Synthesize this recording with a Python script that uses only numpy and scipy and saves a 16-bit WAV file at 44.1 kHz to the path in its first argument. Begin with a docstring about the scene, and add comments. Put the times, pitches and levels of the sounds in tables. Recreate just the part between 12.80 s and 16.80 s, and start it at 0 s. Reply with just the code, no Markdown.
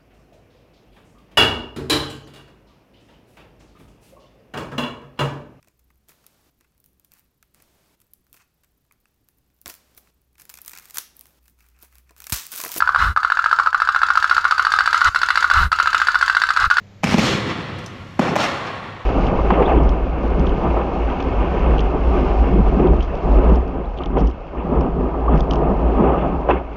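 """A tin pop-pop boat circles in a plastic basin of water in a tiled room. From the start its boiler's
diaphragm snaps out and, harder, back about 14 times a second, ringing the tin and rattling the hull;
basin and room throw the snaps back. At 0.2 s the putter blurs into a rush over a low thump, dies away
and picks up. From 1.5 s the rattle is stronger and the pipes spit more sharply. The putter blurs again
near 2.3 s and 2.8 s, four short rising chirps sound around 3 s, and a last blur comes at 3.8 s."""
import sys
import numpy as np
from scipy import signal
from scipy.fft import rfft, irfft
from scipy.io import wavfile
from scipy.ndimage import uniform_filter1d, minimum_filter1d

SR = 44100
rng = np.random.default_rng(int(sys.argv[2]) if len(sys.argv) > 2 else 0)


def master(y):
    """Save y as 16-bit WAV."""
    cut = np.clip(np.atleast_2d(y).T, -1, 1)
    pcm = np.round(cut * 32767)  # scale
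    wavfile.write(sys.argv[1], SR, pcm.astype(np.int16))


N = 176400

# Colour of the room tone. Each row: frequency in Hz, level in dB.
RUMBLE_COLOUR = [(20, 0), (42, 3.5), (72, 8.5), (115, -6), (200, -14), (400, -18), (14000, -33)]
# Fader ride on the room tone. Each row: time in seconds, level in dB.
RUMBLE_RIDE = [(0, -43), (.6, -51), (3.1, -44.5), (4, -52)]
# Tail of the tiled room. Each row: frequency in Hz, time to fall 60 dB in seconds.
ROOM_DECAY = [(200, 0.074), (1400, 0.37), (4000, 0.37), (12000, 0.33)]
POP_SEND_DB, BRIGHT_SEND_DB, PREDELAY_S = -7.5, -7, .005
# A faint early slap of echo: usual delay in seconds, level in dB.
SLAP = (0.0085, -19.5)
SLAP_SWING_S = 0.001006
# The lingering resonance: pitch in Hz, time to fall 60 dB in seconds, level in dB.
AFTERRING = (1445, 0.11, -10)
# Brief dips in level. Each row: centre in seconds, depth in dB.
DIPS = [(0.354, 13), (.92, 8), (2.9, 10.5), (3.896, 1.5)]

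# The putter blurs. Each row: start, peak and end in seconds, then rush, treble and thump levels in dB.
BLURS = [(0.177, 0.212, .38, -13.5, -28.5, -20.5), (2.238, 2.287, 2.296, -13, -23.5, -23.5),
         (2.728, 2.788, 2.929, -12.5, -25.5, -17.5), (3.785, 3.849, 3.89, -13, -26, -26)]
# Colours of a blur's tinny rush and low thump. Each row: frequency in Hz, level in dB.
RUSH_COLOUR = [(200, -39.5), (550, -36), (800, -17), (1150, -1), (1450, 5), (1750, -9), (2150, -37),
               (8000, -57)]
THUMP_COLOUR = [(20, 2.5), (54, 7.5), (80, 9), (112, -16), (150, -6.5), (230, -25.5), (500, -30),
                (2000, -45)]
CHATTER_PER_S, TREBLE_TOP_HZ, THUMP_LAG_S = 1200, 11000, 0.027

# Colour of water spat from the pipes. Each row: frequency in Hz before BURST_TUNING, level in dB.
SPIT_COLOUR = [(400, -6), (2200, 2.5), (5300, 5.5), (5900, -2.5), (7200, 0.5), (8500, -12), (14000, -24)]
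BURST_TUNING = 0.96  # pitches spits and rattles down a touch
SPIT_LAG_S, SPIT_JITTER_S, SPIT_DECAY_S = 0.031, .003, 0.0051
SOFT_SPIT_RISE_S, SOFT_SPIT_DB = 0.001, -7.5  # level relative to the stroke's rattle
# The sharpest spits. Each row: start in seconds, level in dB.
SHARP_SPITS = [(1.545, -27.5), (1.823, -29.5), (1.961, -31), (2.176, -26), (2.244, -22), (2.545, -37),
               (2.736, -23.5), (3.027, -26), (3.179, -24), (3.248, -34.5), (3.388, -32), (3.525, -32),
               (3.799, -26.5)]
# Short rising chirps. Each entry: start in seconds.
CHIRP_STARTS = [2.933, 3.008, 3.079, 3.15]
CHIRP_HZ, CHIRP_RISE_HZ_PER_S, CHIRP_FADE_S, CHIRP_DB = 2600, 19000, .017, -29

# Colour of the hull's rattle. Each row: frequency in Hz before tuning, level in dB.
RATTLE_COLOUR = [(300, -18.5), (1500, -2.5), (2000, 7), (2300, -3.5), (2900, 1), (3200, -4.5), (3750, 2),
                 (5100, -3), (5900, -9), (8500, -17), (14000, -33)]
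OUT_RISE_S, OUT_DECAY_S, SHARP_RISE_S, BACK_DECAY_S = 0.0033, 0.0039, .0009, 0.0043
CRACK = 1.6  # strength of a burst's opening impact over those that follow
# High modes of the tin. Each row: pitch in Hz, time to fall 60 dB in seconds, then level on the
# out stroke and on the back stroke, in dB relative to the rattle.
TIN_MODES = [(2046, 0.021, -12.5, -2.5), (2582, 0.015, -14, -9), (2915, 0.036, -15, -8.5),
             (3410, 0.0092, -13.5, -21.5), (4026, 0.018, -15.5, -7), (4548, 0.038, -3.5, -28.5),
             (5340, 0.058, -17.5, -20.5)]
PING_RISE_S, PING_DETUNE = .0005, 0.0044
OUT, BACK = 0, 1  # the two strokes

# The diaphragm bulges out. Each row: start in seconds, level in dB, rattle level in dB.
OUT_SNAPS = [(.0043, -14, -30.5), (0.075, -11.5, -36), (.1472, -11, -37), (.363, -12, -37),
             (0.4314, -16.5, -33), (0.5012, -13, -34), (0.5716, -13, -35), (0.6418, -14, -30.5),
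             (.713, -13, -31), (0.7875, -10.5, -32), (.861, -12.5, -34), (0.929, -17, -38.5),
             (1.0014, -16, -32), (1.0737, -15.5, -34.5), (1.1474, -13.5, -34), (1.217, -12.5, -33),
             (1.2863, -16.5, -33.5), (1.3544, -13.5, -29.5), (1.4255, -14, -28), (1.496, -17, -25.5),
             (1.5664, -13, -28), (1.643, -17.5, -31), (1.71, -13, -23.5), (1.7801, -15.5, -26.5),
             (1.8495, -12.5, -24), (1.919, -14.5, -23), (1.9879, -8.5, -21), (2.0585, -16, -24),
             (2.129, -13.5, -22.5), (2.2085, -17, -26), (2.3467, -15.5, -27.5), (2.4159, -16, -25),
             (2.4867, -14.5, -24), (2.5561, -13, -22.5), (2.6261, -13, -24.5), (2.7, -13.5, -24.5),
             (2.9176, -14, -25), (2.9874, -15, -27), (3.0583, -14.5, -30.5), (3.13, -14.5, -26.5),
             (3.2002, -16, -27.5), (3.2707, -15, -24), (3.345, -14, -28.5), (3.4116, -13.5, -25.5),
             (3.4796, -12.5, -25), (3.549, -12.5, -25.5), (3.6178, -11.5, -23), (3.6889, -14.5, -25.5),
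             (3.7635, -15.5, -27), (3.9014, -14, -25.5), (3.9692, -13.5, -26)]
# It snaps back. Each row: start in seconds, level in dB, the cycle's ring pitch in Hz, rattle in dB.
BACK_SNAPS = [(0.0224, -7, 1360, -35.5), (0.091, -9, 1320, -35.5), (0.16, -8, 1280, -32.5),
              (0.3729, -8.5, 1280, -34), (0.4479, -8.5, 1336, -33), (0.5202, -9, 1376, -30),
              (0.591, -9, 1390, -31), (0.66, -7, 1400, -30), (0.7282, -6, 1330, -29.5),
              (0.798, -5, 1290, -29), (0.871, -7.5, 1270, -33.5), (0.9457, -7.4, 1340, -30.5),
              (1.019, -8, 1360, -28.5), (1.0888, -7, 1364, -27.5), (1.1608, -8.5, 1367, -28.5),
              (1.2318, -5.5, 1350.0, -25), (1.303, -7, 1370, -27.5), (1.3731, -5.5, 1306, -24.5),
              (1.4429, -7, 1410, -27), (1.512, -1.5, 1396, -23), (1.5801, -8.5, 1344, -29),
              (1.652, -3, 1330.0, -25.5), (1.7221, -8.5, 1310, -31), (1.7951, -4.5, 1340, -24.5),
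              (1.868, -7.5, 1370, -26.5), (1.938, -4.5, 1385, -22), (2.0063, -8.4, 1390, -26.5),
              (2.0755, -6.5, 1415, -25), (2.1446, -1, 1360, -17.5), (2.2158, -4, 1360, -24.5),
              (2.3594, -9, 1380, -23.5), (2.432, -9, 1410, -23.5), (2.504, -9.5, 1405, -20.5),
              (2.5743, -6, 1430, -19.5), (2.6434, -7, 1387, -27.5), (2.7122, -7, 1380, -25.5),
              (2.9274, -9, 1324, -26), (2.9996, -5, 1350, -23), (3.0728, -9, 1376, -24),
              (3.146, -5, 1390, -20), (3.2165, -8.5, 1400, -22.5), (3.2849, -4.5, 1445, -23),
              (3.3551, -8, 1380, -26.5), (3.4262, -3.5, 1430, -21), (3.4977, -7.5, 1460, -24),
              (3.5676, -6.5, 1424, -23.5), (3.6366, -9.5, 1476, -25.5), (3.7046, -8.5, 1427, -24),
              (3.7715, -8.5, 1380, -25), (3.9109, -4, 1420, -24), (3.9828, -9.5, 1440, -24.5)]
# The diaphragm's ring on each stroke. Each row: frequency in Hz, level in dB.
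OUT_RING = [(100, -48), (350, -45), (720, -14), (1060, -4.5), (1220, -11.5), (1520, 3.5), (1800, -4),
            (2000, -19), (14000, -73)]
BACK_RING = [(100, -64), (350, -44), (720, -19.5), (1000, -11), (1230, -1.5), (1430, 3.5), (1590, -4.5),
             (1760, -13), (2600, -32), (14000, -88)]
OUT_HZ, BACK_HZ = 1363, 1389.5  # cycle pitch at which each ring sounds as listed
# The second step of each buckle: delay in seconds, level in dB relative to the first.
SECOND_STEP = (0.00074, -8)
# Echoes off the basin wall on each stroke. Each row: usual delay in seconds, level in dB.
OUT_ECHOES = [(.0023, -11.5), (.0046, -13.5)]
BACK_ECHOES = [(.0028, -5.5), (.0037, -13)]
ECHO_SPREAD = 0.11  # share by which a delay wanders


def amp(db):
    return 10 ** (np.asarray(db) / 20)


def unit_rms(x):
    return x / np.sqrt(np.mean(x ** 2) + 1e-20)


def curve_at(points, hz):
    """Reads a curve drawn in straight lines over log frequency."""
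    knots_hz, values = np.transpose(points)
    return np.interp(np.log(hz + 1), np.log(knots_hz), values)


def add(mix, start_s, sound):
    part = mix[max(round(start_s * SR), 0):][:len(sound)]
    part += sound[:len(part)]


def at_level(sound, db, snap_s=.006):
    """Gives a sound the energy of one snap at this level."""
    return amp(db) * sound * np.sqrt(snap_s * SR / np.sum(sound ** 2))


def noise(colour):
    """Steady coloured noise, rms 1."""
    gain = amp(curve_at(colour, np.fft.rfftfreq(N, 1 / SR)))
    return unit_rms(irfft(rfft(rng.standard_normal(N)) * gain, N))


def ring(colour, tuning, size=2048):
    """How a body of this colour answers one blow; tuning multiplies its pitch."""
    hz = abs(np.fft.fftfreq(size, 1 / SR))
    log_gain = np.log(amp(curve_at(colour, hz / tuning)))
    return np.fft.ifft(np.exp(signal.hilbert(log_gain).conj())).real  # minimum phase: a hard attack


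def bursts(starts, levels_db, rise_s, decay_s, colour, crack=0, size=2048):
    """Short bursts of tiny impacts in the given colour; a crack may open each."""
    out, t = np.zeros(N), np.arange(size) / SR
    body = ring(colour, BURST_TUNING)
    envelope = (1 - np.exp(-t / rise_s)) * np.exp(-t / decay_s)
    opening = crack * (np.arange(size) == round(rise_s * SR))
    for start, db in zip(starts, levels_db):
        grit = rng.standard_normal(size)
        impacts = opening + grit * abs(grit) * envelope
        add(out, start, at_level(signal.fftconvolve(impacts, body), db))
    return out


def room_tone():
    """A faint bed of low rumble."""
    ride_db = np.interp(np.arange(N) / SR, *np.transpose(RUMBLE_RIDE))
    return noise(RUMBLE_COLOUR) * amp(ride_db)


def room_tail(send, count=12):
    """A short, hard-walled tail whose pattern changes as the boat moves."""
    hz, t, spectra = signal.stft(rng.standard_normal((count, SR // 2)), SR, nperseg=256)
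    decay = amp(-60 * t / curve_at(ROOM_DECAY, hz)[:, None])
    _, tails = signal.istft(spectra * decay, SR, nperseg=256)
    place, out = np.linspace(0, count - 1, N), np.zeros(N)
    for k, tail in enumerate(tails):
        crossfade = np.cos(np.pi / 2 * np.clip(place - k, -1, 1))
        add(out, PREDELAY_S, signal.oaconvolve(send * crossfade, tail / np.linalg.norm(tail)))
    return out


def slap(pops):
    """A faint early slap of echo whose delay drifts slowly."""
    delay, db = SLAP
    t = np.arange(N) / SR
    swing = SLAP_SWING_S * np.sin(t + rng.uniform(0, 2 * np.pi))
    return amp(db) * np.interp(t - delay - swing, t, pops)


def afterring(pops):
    """One narrow resonance rings on between the snaps."""
    hz, t60, db = AFTERRING
    t = np.arange(SR // 2) / SR
    decay = amp(-60 * t / t60)
    resonance = 2 * np.cos(2 * np.pi * hz * t) * decay / decay.sum()
    return amp(db) * signal.oaconvolve(pops, resonance)[:N]


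def dips(half_width_s=0.02):
    """A gain that ducks briefly before the putter picks up again."""
    t = np.arange(N) / SR
    return amp(-sum(db * np.exp(-((t - centre) / half_width_s) ** 4) for centre, db in DIPS))


def arch(start, peak, end, swell_db, fade_db):
    """An envelope that swells to its peak, then dies away faster and faster."""
    position = np.interp(np.arange(N) / SR, [start, peak, end], [-1, 0, 1])
    depth_db = np.where(position < 0, swell_db, fade_db)
    gain = amp(-depth_db * position ** 2) * (abs(position) < 1)
    return uniform_filter1d(gain, size=300)


def chatter(body):
    """A dense, uneven run of small blows on a ringing body, rms 1."""
    blows = rng.choice([-1, 1], N) * (rng.random(N) < CHATTER_PER_S / SR)
    return unit_rms(signal.oaconvolve(blows, body)[:N])


def blurs():
    """The putter smears into a tinny rush with a rattling top, over a low thump."""
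    rush = chatter(ring(RUSH_COLOUR, tuning=1))
    treble = unit_rms(chatter(ring(RATTLE_COLOUR, tuning=0.97)) + chatter(tin_ping(BACK)))
    treble = signal.lfilter(*signal.butter(2, TREBLE_TOP_HZ, fs=SR), treble)
    thump, out = noise(THUMP_COLOUR), np.zeros(N)
    for start, peak, end, rush_db, treble_db, thump_db in BLURS:
        out += amp(rush_db) * rush * arch(start, peak, end, swell_db=9.5, fade_db=41.5)
        out += amp(treble_db) * treble * arch(start, peak, end, swell_db=11, fade_db=41)
        out += amp(thump_db) * thump * arch(start, peak + THUMP_LAG_S, end, swell_db=20, fade_db=16)
    return out


def chirps():
    """A few short rising chirps, one just after each of four back snaps."""
    out, t = np.zeros(N), np.arange(SR // 10) / SR
    cycles = (CHIRP_HZ + CHIRP_RISE_HZ_PER_S * t / 2) * t
    chirp = np.sin(2 * np.pi * cycles) * np.exp(-(t / CHIRP_FADE_S) ** 2)
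    for start in CHIRP_STARTS:
        add(out, start, at_level(chirp, CHIRP_DB))
    return out


def spits():
    """The pipes spit water after each snap back, mostly softly, now and then sharply."""
    snap_starts, *_, rattle_db = np.transpose(BACK_SNAPS)
    sharp_starts, sharp_db = np.transpose(SHARP_SPITS)
    starts = snap_starts + SPIT_LAG_S + SPIT_JITTER_S * rng.standard_normal(len(snap_starts))
    soft = np.ones(len(starts), bool)
    soft[np.searchsorted(snap_starts, sharp_starts) - 1] = False  # a sharp spit replaces the soft one
    out = bursts(starts[soft], rattle_db[soft] + SOFT_SPIT_DB, SOFT_SPIT_RISE_S, SPIT_DECAY_S,
                 SPIT_COLOUR)
    return out + bursts(sharp_starts, sharp_db, SHARP_RISE_S, SPIT_DECAY_S, SPIT_COLOUR, CRACK)


def tin_ping(stroke):
    """The tin's high modes swell and ring after one blow, slightly detuned each time."""
    t = np.arange(SR // 12) / SR
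    swell, ping = 1 - np.exp(-t / PING_RISE_S), np.zeros(len(t))
    for hz, t60, *levels_db in TIN_MODES:
        pitch = hz * (1 + PING_DETUNE * rng.standard_normal())
        mode = np.sin(2 * np.pi * pitch * t) * swell * amp(-60 * t / t60)
        ping += at_level(mode, levels_db[stroke])
    return ping


def hull(snaps, stroke, rise_s, decay_s, crack=0):
    """Each snap rattles the hull and leaves a thin metallic ping."""
    starts, *_, rattle_db = np.transpose(snaps)
    out = bursts(starts, rattle_db, rise_s, decay_s, RATTLE_COLOUR, crack)
    for start, db in zip(starts, rattle_db):
        add(out, start, amp(db) * tin_ping(stroke))
    return out


def diaphragm(snaps, colour, usual_hz, echoes):
    """Each snap buckles in two steps and rings the tin at its cycle's pitch; the basin wall answers."""
    out = np.zeros(N)
    step_s, step_db = SECOND_STEP
    for (start, db, *_), (_, _, cycle_hz, _) in zip(snaps, BACK_SNAPS):
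        step = ring(colour, cycle_hz / usual_hz)
        direct = step.copy()
        add(direct, step_s, amp(step_db) * step)
        pop = direct.copy()
        for delay, echo_db in echoes:
            wander = 1 + ECHO_SPREAD * rng.uniform(-1.175, 1)
            add(pop, delay * wander, amp(echo_db) * direct)
        add(out, start, at_level(pop, db))
    return out


def scene():
    """Pops and bright detail up front; only the bed behind them ducks."""
    pops = diaphragm(OUT_SNAPS, OUT_RING, OUT_HZ, OUT_ECHOES)
    pops += diaphragm(BACK_SNAPS, BACK_RING, BACK_HZ, BACK_ECHOES)
    bright = hull(OUT_SNAPS, OUT, OUT_RISE_S, OUT_DECAY_S)
    bright += hull(BACK_SNAPS, BACK, SHARP_RISE_S, BACK_DECAY_S, CRACK)
    bright += spits() + chirps()
    send = amp(POP_SEND_DB) * pops + amp(BRIGHT_SEND_DB) * bright
    bed = room_tail(send) + slap(pops) + afterring(pops) + blurs() + room_tone()
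    return (pops + bright + bed * dips())[None]


def record(dry):
    """A fast limiter flattens the hardest snaps, with a steep high cut before and after it."""
    cutoff_hz, ceiling_db, release_db_per_s = 14500, -.4, 604
    high_cut = signal.firwin(255, cutoff_hz, window=("kaiser", 8), fs=SR)[None]
    mix = signal.oaconvolve(dry, high_cut, "same")
    over_db = np.maximum(20 * np.log10(abs(mix[0]) + 1e-9) - ceiling_db, 0)
    release_db = np.arange(N) / SR * release_db_per_s
    gain_db = release_db - np.maximum.accumulate(over_db + release_db)
    held_db = minimum_filter1d(gain_db, size=41)
    limited = mix * amp(uniform_filter1d(held_db, size=41))
    return signal.oaconvolve(limited, high_cut, "same")


dry = scene()
out = record(dry)
master(out)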